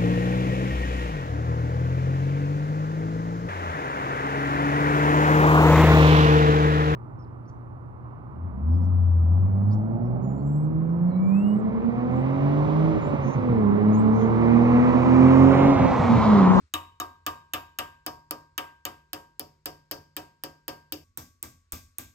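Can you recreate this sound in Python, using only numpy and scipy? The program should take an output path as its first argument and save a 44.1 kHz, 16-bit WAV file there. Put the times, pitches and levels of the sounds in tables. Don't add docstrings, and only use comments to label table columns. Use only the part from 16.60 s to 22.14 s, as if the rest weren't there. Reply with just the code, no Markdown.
import sys
import numpy as np
from scipy import signal
from scipy.fft import rfft, irfft, next_fast_len
from scipy.io import wavfile

SR = 44100
rng = np.random.default_rng(int(sys.argv[2]) if len(sys.argv) > 2 else 0)


def master(y):
    cut = np.clip(np.atleast_2d(y).T, -1, 1)
    pcm = np.round(cut * 32767)
    wavfile.write(sys.argv[1], SR, pcm.astype(np.int16))


N = 244314
T = np.arange(N) / SR
CUT_S, CUT_FADE_S = 4.44, 0.013


# (start_s, crack_db as rms over a millisecond)
STRIKES = [(0.1381, -21.5), (0.4001, -25.5), (0.6643, -22.5), (0.9353, -21), (1.1872, -22), (1.4634, -23),
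           (1.7093, -19), (1.9787, -22), (2.2522, -21), (2.5317, -22.5), (2.7952, -21), (3.0575, -22),
           (3.3123, -22), (3.5658, -24), (3.8366, -23), (4.0803, -23), (4.3226, -22), (4.5741, -24.5),
           (4.8276, -23), (5.1215, -26), (5.3839, -22.5)]
# (pitch_hz, relative dB: spot_0_db, spot_1_db, iron_db)
CRACK_COLOUR = [(300, -47, -36, -30), (965, -17.5, -3, -13), (3000, -25, -23.5, -15),
                (3980, -15.5, -13, -30), (5100, -3, -5, -21.5), (7370, 10, -21.5, -9), (8000, -9, -8, -3.5),
                (8850, -4, -4, -7.5), (10330, -4, -8.5, -2), (11040, -16.5, 3.5, 3), (11800, 10, -12, -12),
                (13840, -4, 3.5, -15), (15000, -3.5, -0.5, -14), (15970, 0, -11.5, 3),
                (17000, -18.5, -27, -31)]
CRACK_T60_S = .0034
WALL_ECHO_S, WALL_ECHO_DB = .0125, -20


def crack():
    start_s, crack_db = np.transpose(STRIKES)
    random_signs = rng.choice([-1., 1.], N)
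    frequencies = np.linspace(0, SR / 2, 129)
    out = np.zeros(N)
    colours = [(1 - spot(), 0), (spot(), 0), (np.ones(len(start_s)), 1)]
    for column, (share, support) in enumerate(colours, start=1):
        burst = dying(clicks(20 * np.log10(share + 1e-6))[support], CRACK_T60_S)
        burst = signal.lfilter([.05], [1, -1.6, .64], burst) * random_signs
        if support:
            burst = burst * (T > CUT_S)
        gains = amp(2 * at_hz(CRACK_COLOUR, np.maximum(frequencies, 1), column))
        colour = signal.minimum_phase(signal.firwin2(255, frequencies, gains, fs=SR))
        out = out + signal.lfilter(colour, [1], burst)
    starts = np.round(start_s * SR).astype(int)
    energy = np.add.reduceat(out ** 2, starts)
    gain = amp(crack_db) / np.sqrt(energy / (SR / 1000))
    latest_blow = np.maximum(np.searchsorted(starts, np.arange(N), "right") - 1, 0)
    out = out * gain[latest_blow]
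    return out + amp(WALL_ECHO_DB) * np.roll(out, round(WALL_ECHO_S * SR))


BAR_MODES_HZ = [88, 151, 250, 305, 425, 545, 732, 770, 1050, 1155, 1195, 1248, 1310, 1680, 1790, 2370, 2615,
                2710, 2985, 3100, 3270, 3525, 3785, 4540, 4790, 4980, 5300, 5585, 7230, 8400]
# (t60_s, spot_0_db, spot_1_db)
BAR_MODES = [(0.55, 19, -3), (0.91, -12.5, -6), (.2, -1.5, -7.5), (0.17, 3.5, 1.5), (.25, -19.5, -9),
             (0.16, -16, -3), (0.2, -2.5, -8.5), (0.086, -4.5, -16.5), (0.38, -5.5, -23), (0.1, 6.5, -13.5),
             (0.14, 13, -9), (0.076, 8.5, -10.5), (0.032, -12, -9.5), (0.027, 6.5, -1), (0.019, -9.5, 2.5),
             (0.08, -11, -7), (0.053, 3, -3.5), (0.023, 6.5, -2.5), (0.035, 15, -4), (0.013, -2.5, 11.5),
             (.05, -3.5, -6), (0.15, -2.5, -16), (0.089, 19.5, -13.5), (0.17, -11, -4), (0.089, -12, 6.5),
             (.07, -8, -0.5), (0.12, -11, 1.5), (0.045, -5, -5), (0.035, 7.5, -3), (0.042, -6, -10.5)]
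# (pitch_hz, t60_s, level_db)
IRON_MODES = [(87.2, 0.85, -8.5), (253.5, 0.35, -1), (313.8, 0.2, 0), (1180, 0.21, -6.5), (2310, 0.18, -14),
              (3740, 0.019, -4), (8480, 0.011, 1)]
# (pitch_hz, swell_s)
SWELL = [(90, 0.0067), (300, 0.0035), (700, 0.0065), (1200, 0.0038), (1700, 0.0015), (8000, 0.00032)]
SHEET_DB = -2


def dish():
    modes = np.zeros((2, 2, N))
    for hz, (t60, near_db, far_db) in zip(BAR_MODES_HZ, BAR_MODES):
        level_db = near_db + (far_db - near_db) * spot()
        chance_db = rng.normal(0, 1.5, len(BLOWS))
        hits = clicks(blow_db(hz) + level_db + SHEET_DB + chance_db)[0]
        modes[0] += ring(hits, hz, t60, at_hz(SWELL, hz))
    for hz, t60, level_db in IRON_MODES:
        chance_db = rng.normal(0, 1.5, len(BLOWS))
        hits = clicks(blow_db(hz) + level_db + SHEET_DB + chance_db)[1]
        modes[1] += ring(hits, hz, t60, at_hz(SWELL, hz))
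    return cut(shop(modes))


STEEL_HZ = [941.3, 1093, 1221, 1592, 1126, 1583]
# (t60_s, spot_0_db, spot_1_db, support: 0 bar 1 iron, ring: 0 low 1 high)
STEEL = [(0.47, -4.5, -3.5, 0, 0), (0.4, -1, -12, 0, 0), (.4, -14, -20, 0, 0), (0.54, 1.2, -0.6, 0, 1),
         (0.58, -6, -6, 1, 0), (0.34, 5.5, 3, 1, 1)]
STEEL_SWELL_S = 0.013


def steel():
    rings = np.zeros((2, 2, N))
    for hz, (t60, near_db, far_db, support, which_ring) in zip(STEEL_HZ, STEEL):
        blow_ring_db = np.array(BLOWS)[:, 3 + int(which_ring)]
        level_db = blow_ring_db + near_db + (far_db - near_db) * spot()
        rings[int(support)] += ring(clicks(level_db)[int(support)], hz, t60, STEEL_SWELL_S)
    return cut(rings)


# (pitch_hz, level_db, rise_s, first_t60_s, late_db, late_t60_s)
CLATTER = [(39.8, -15, .012, 0.4, -15, 1), (78.5, -3, 0.0045, 0.57, -9, 0.54),
           (182, -12.5, 0.0039, 0.59, -21, 0.59), (372, -3.5, 0.012, 0.17, -19, 0.69),
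           (1000, -5, 0.0011, 0.27, -14, 0.21), (2000, -8.5, 0.0038, 0.067, -7, 0.37),
           (3100, 5, 0.00067, 0.087, -14.5, 0.32), (4050, 7.5, 0.00055, 0.029, -25, 0.41),
           (5040, 2.5, 0.0014, 0.11, -8, 0.35), (7200, -9.5, .001, 0.097, -7, 0.38),
           (7985, -8.5, .001, 0.07, 0.5, 0.32), (10000, -11.5, .001, 0.067, -33.5, .25),
           (11600, -6.5, 0.0013, 0.025, -15.5, 0.29), (14400, -10.5, 0.0011, 0.029, -14.5, 0.24)]
# (pitch_hz, first_db, first_decay_stretch as a factor, late_db)
IRON_CLATTER = [(60, -12, 0.85, 5.5), (164, 6, 0.58, 7), (330, 3, 0.89, -10), (700, 0, 0.84, 2.5),
                (1320, 5, 0.94, -14), (2290, -12, 2.5, 4.5), (2960, -35, 2.1, -8), (3595, -15, 4.4, 2.5),
                (5930, -20, 0.39, 7.5), (7600, -13, 0.45, 2), (12200, 8, 0.12, -3.5)]
ECHO_BUILD_S = 0.0016


def clatter():
    out = np.zeros((2, 2, N))
    for hz, noise in bands():
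        level_db, rise, first_t60, late_db, late_t60 = (at_hz(CLATTER, hz, k) for k in range(1, 6))
        iron_db, stretch, iron_late_db = (at_hz(IRON_CLATTER, hz, k) for k in range(1, 4))
        chance_db = rng.normal(0, 1.0, len(BLOWS))
        hits = clicks(blow_db(hz) + level_db + chance_db)
        on_bar = dying(hits[0], first_t60)
        on_iron = amp(iron_db) * dying(hits[1], first_t60 * stretch)
        echoes = amp(late_db + np.array([[0], [iron_late_db]])) * dying(hits, late_t60)
        shape = build_up(np.array([on_bar, on_iron]) + build_up(echoes, ECHO_BUILD_S), rise)
        out += shape[:, None] * noise * np.sqrt(SR / 2 / hz)
    return cut([valleys(out[0]), out[1]])


# (pitch_hz, width_hz, level_db)
VALLEYS = [(201, 110, -5), (465, 350, -6.5), (654.3, 80, -1), (840, 140, -9.5), (1067, 180, -7.5),
           (1453, 130, -14.5), (2250, 510, -2), (2730, 98, 6.5), (2760, 100, -9.5), (2980, 39, 4.5),
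           (3290, 54, -6), (3780, 63, 3), (4087, 410, -4.5), (4310, 68, 1.5), (4610, 77, 6.5),
           (5278, 120, 7.5), (5255, 120, -5.5)]


def valleys(x):
    for hz, width, level_db in VALLEYS:
        w, a = 2 * np.pi * hz / SR, np.pi * abs(width) / SR
        a_gain = a * amp(level_db)
        x = signal.lfilter([1 + a_gain, -2 * np.cos(w), 1 - a_gain], [1 + a, -2 * np.cos(w), 1 - a], x)
    return x


KNOCK_S, KNOCK_DB, KNOCK_HZ, KNOCK_T60_S = 5.133, -29.5, 77.1, 0.07


def knock():
    t = np.maximum(T - KNOCK_S, 0)
    return -amp(KNOCK_DB - 60 * t / KNOCK_T60_S) * np.sin(2 * np.pi * KNOCK_HZ * t)


# (pitch_hz, relative level_db per Hz)
HUSH = [(15, -32), (25, -21.5), (84, -4.5), (124, -28.5), (218, -28), (826, -39), (1080, -26.5),
        (2560, -34), (3200, -39.5), (3990, -34.5), (9000, -42), (11700, -66.5), (19800, -120)]
# (start_s, bass_db, treble_db)
HUSH_FADE = [(0, 21.5, 4), (0.083, -6.5, -3), (.11, -8, -12), (0.134, -1.5, -7.5), (4.398, -6, -8.5),
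             (4.5, -1.5, -11), (5.54, -9.5, -5)]
HUSH_DB = -66.5
HUSH_SPLIT_HZ = 400


def hush():
    parts = np.zeros((2, 2, N))
    for hz, noise in bands():
        parts[int(hz > HUSH_SPLIT_HZ)] += amp(at_hz(HUSH, hz)) * noise
    start_s, bass_db, treble_db = np.transpose(HUSH_FADE)
    bass = parts[0] * amp(np.interp(T, start_s, bass_db))
    treble = parts[1] * amp(np.interp(T, start_s, treble_db))
    rms = np.sqrt(np.mean(parts.sum(axis=0) ** 2))
    return (bass + treble) * amp(HUSH_DB) / rms


# (struck spot on the rim 0-1, strength_db, dish_clang_db, steel_low_ring_db, steel_high_ring_db)
BLOWS = [(.25, -1.5, 6.5, -34, -55), (.36, -2, -2.5, -36, -48.5), (.46, 1, 2.5, -34, -46),
         (.56, -0.5, 6.5, -35.5, -45), (.65, -2, 6, -36, -43), (.85, 3, -3.5, -35.5, -51),
         (.75, -1, -6, -39, -50.5), (.76, -3, 4, -35.5, -42), (.81, -2, 0.5, -41.5, -48),
         (.89, -1, -3, -40.5, -51), (.91, -0.5, -7, -48.5, -64), (.92, 1.5, -3, -45, -53),
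         (.94, 5, -4, -46, -52), (.95, -1.5, -1, -43, -52), (.97, -1.5, -4.5, -46, -52),
         (.95, 2, -3, -41.5, -48.5), (.98, 2.5, -0.5, -62, -61.5), (1, -0.5, 0, -52, -56.5),
         (1, -1.5, 1, -52.5, -57.5), (1, 3, 4, -52.5, -54.5), (1, -3, 4.5, -57, -54)]


def spot():
    return np.clip(np.array(BLOWS)[:, 0], 0, 1)


# (pitch_hz, bar_db, iron_db, then dB added per dB of: strength, clang, steel ring)
BLOW_COLOUR = [(90, -54.5, -44.5, 0.77, 0.1, 0.01), (364, -35.5, -46.5, 0.22, 0.0063, 0.01),
               (1200, -31, -37.5, 0.2, 0.19, 0.74), (3080, -38.5, -41.5, 0.01, 1.2, 0.01),
               (5000, -44.5, -47.5, 1.01, 0.16, 0.01), (7130, -39.5, -35, 0.34, 0.49, 0.01),
               (13000, -21.5, -14, 0.62, 0.68, 0.05)]
USUAL_RING_DB = -47


def blow_db(hz):
    _, strength_db, clang_db, low_db, high_db = np.transpose(BLOWS)
    bar_db, iron_db, by_strength, by_clang, by_ring = (at_hz(BLOW_COLOUR, hz, k) for k in range(1, 6))
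    ring_db = (low_db + high_db) / 2 - USUAL_RING_DB
    support_db = np.where(np.array(STRIKES)[:, 0] > CUT_S, iron_db, bar_db)
    return support_db + by_strength * strength_db + by_clang * clang_db + by_ring * ring_db


EARLIER_BLOW_S = 4.288


def clicks(db):
    start_s = np.array(STRIKES)[:, 0]
    on_iron = start_s > CUT_S
    out = np.full((2, N), 1e-18)
    out[on_iron.astype(int), np.round(start_s * SR).astype(int)] = amp(db)
    out[1, round(EARLIER_BLOW_S * SR)] = amp(db[np.argmax(on_iron)])
    return out


def cut(pair):
    fade = np.clip((T - CUT_S) / CUT_FADE_S + .5, 0, 1)
    return (1 - fade) * pair[0] + fade * pair[1]


def ring(hits, hz, t60, swell_s):
    spin = np.exp(2j * np.pi * hz / SR)
    soft = np.exp(-1 / (abs(swell_s) * SR))
    poles = np.convolve([1, -soft * spin], [1, -amp(-60 / (t60 * SR)) * spin])
    turning = signal.lfilter([1 - soft], poles, hits)
    phase_apart = np.arccos(np.clip(at_hz(LIKENESS, hz), -1, 1)) / 2 * np.array([[1], [-1]])
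    return np.imag(turning * np.exp(1j * phase_apart)) * port_gains(hz)


SHOP_T60_S, SHOP_DB, SHOP_GAP_S = 0.46, -15, 0.0022


def shop(x):
    t = np.arange(round(SHOP_T60_S * SR)) / SR
    echoes = rng.standard_normal((2, len(t))) * amp(-60 * t / SHOP_T60_S) * (t > SHOP_GAP_S)
    echoes = signal.sosfilt(signal.butter(2, 400, "high", fs=SR, output="sos"), echoes)
    echoes = echoes / np.sqrt(np.sum(echoes ** 2, axis=1, keepdims=True))
    return x + amp(SHOP_DB) * signal.fftconvolve(x, echoes[None], axes=2)[..., :N]


# (pitch_hz, likeness, limited to -1 to 1 in use)
LIKENESS = [(60, 1), (130, 0.91), (290, 0.88), (640, -0.057), (1400, -1.134), (3100, -0.11), (5500, -0.12),
            (7200, 0.98), (15000, 0.97)]


def bands():
    edges = 30 * 2 ** (np.arange(37) / 4)
    white = rng.standard_normal((2, 2, N))
    for k, (low, high) in enumerate(zip(edges, edges[1:])):
        hz = np.sqrt(low * high)
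        band = signal.butter(2, [low, high], "band", fs=SR, output="sos")
        mid, side = signal.sosfilt(band, white[k % 2])
        alike = np.clip(at_hz(LIKENESS, hz), -1, 1)
        stereo = np.sqrt(1 + alike) * mid + np.sqrt(1 - alike) * side * [[1], [-1]]
        yield hz, port_gains(hz) * stereo / np.sqrt(2)


# (pitch_hz, left_minus_right_db)
LEAN = [(60, 0), (300, -.5), (700, -1), (1300, 1.5), (2500, 2), (4400, 7.5), (7500, 2), (15000, -0.5)]


def port_gains(hz):
    return amp(at_hz(LEAN, hz) / 2 * np.array([[1], [-1]]))


def dying(x, t60):
    return signal.lfilter([1], [1, -amp(-60 / (abs(t60) * SR))], x)


def build_up(x, rise_s):
    r = np.exp(-1 / (max(rise_s, 1e-4) * SR))
    return signal.lfilter([1 - r], [1, -r], x)


def at_hz(points, hz, column=1):
    rows = np.array(points)
    return np.interp(np.log(hz), np.log(np.maximum(rows[:, 0], 1)), rows[:, column])


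def amp(db):
    return 10 ** (np.asarray(db) / 20)


LEFT_LAG_S = .000149


def scene():
    left, right = crack() + dish() + steel() + clatter() + knock() + hush()
    size = next_fast_len(N + 64)
    delay = np.exp(-2j * np.pi * np.fft.rfftfreq(size, 1 / SR) * LEFT_LAG_S)
    return np.array([irfft(rfft(left, size) * delay, size)[:N], right])


CUTOFF_HZ = 17100


def record(dry):
    return signal.sosfilt(signal.cheby2(18, 70, CUTOFF_HZ, fs=SR, output="sos"), dry)


dry = scene()
out = record(dry)
master(out)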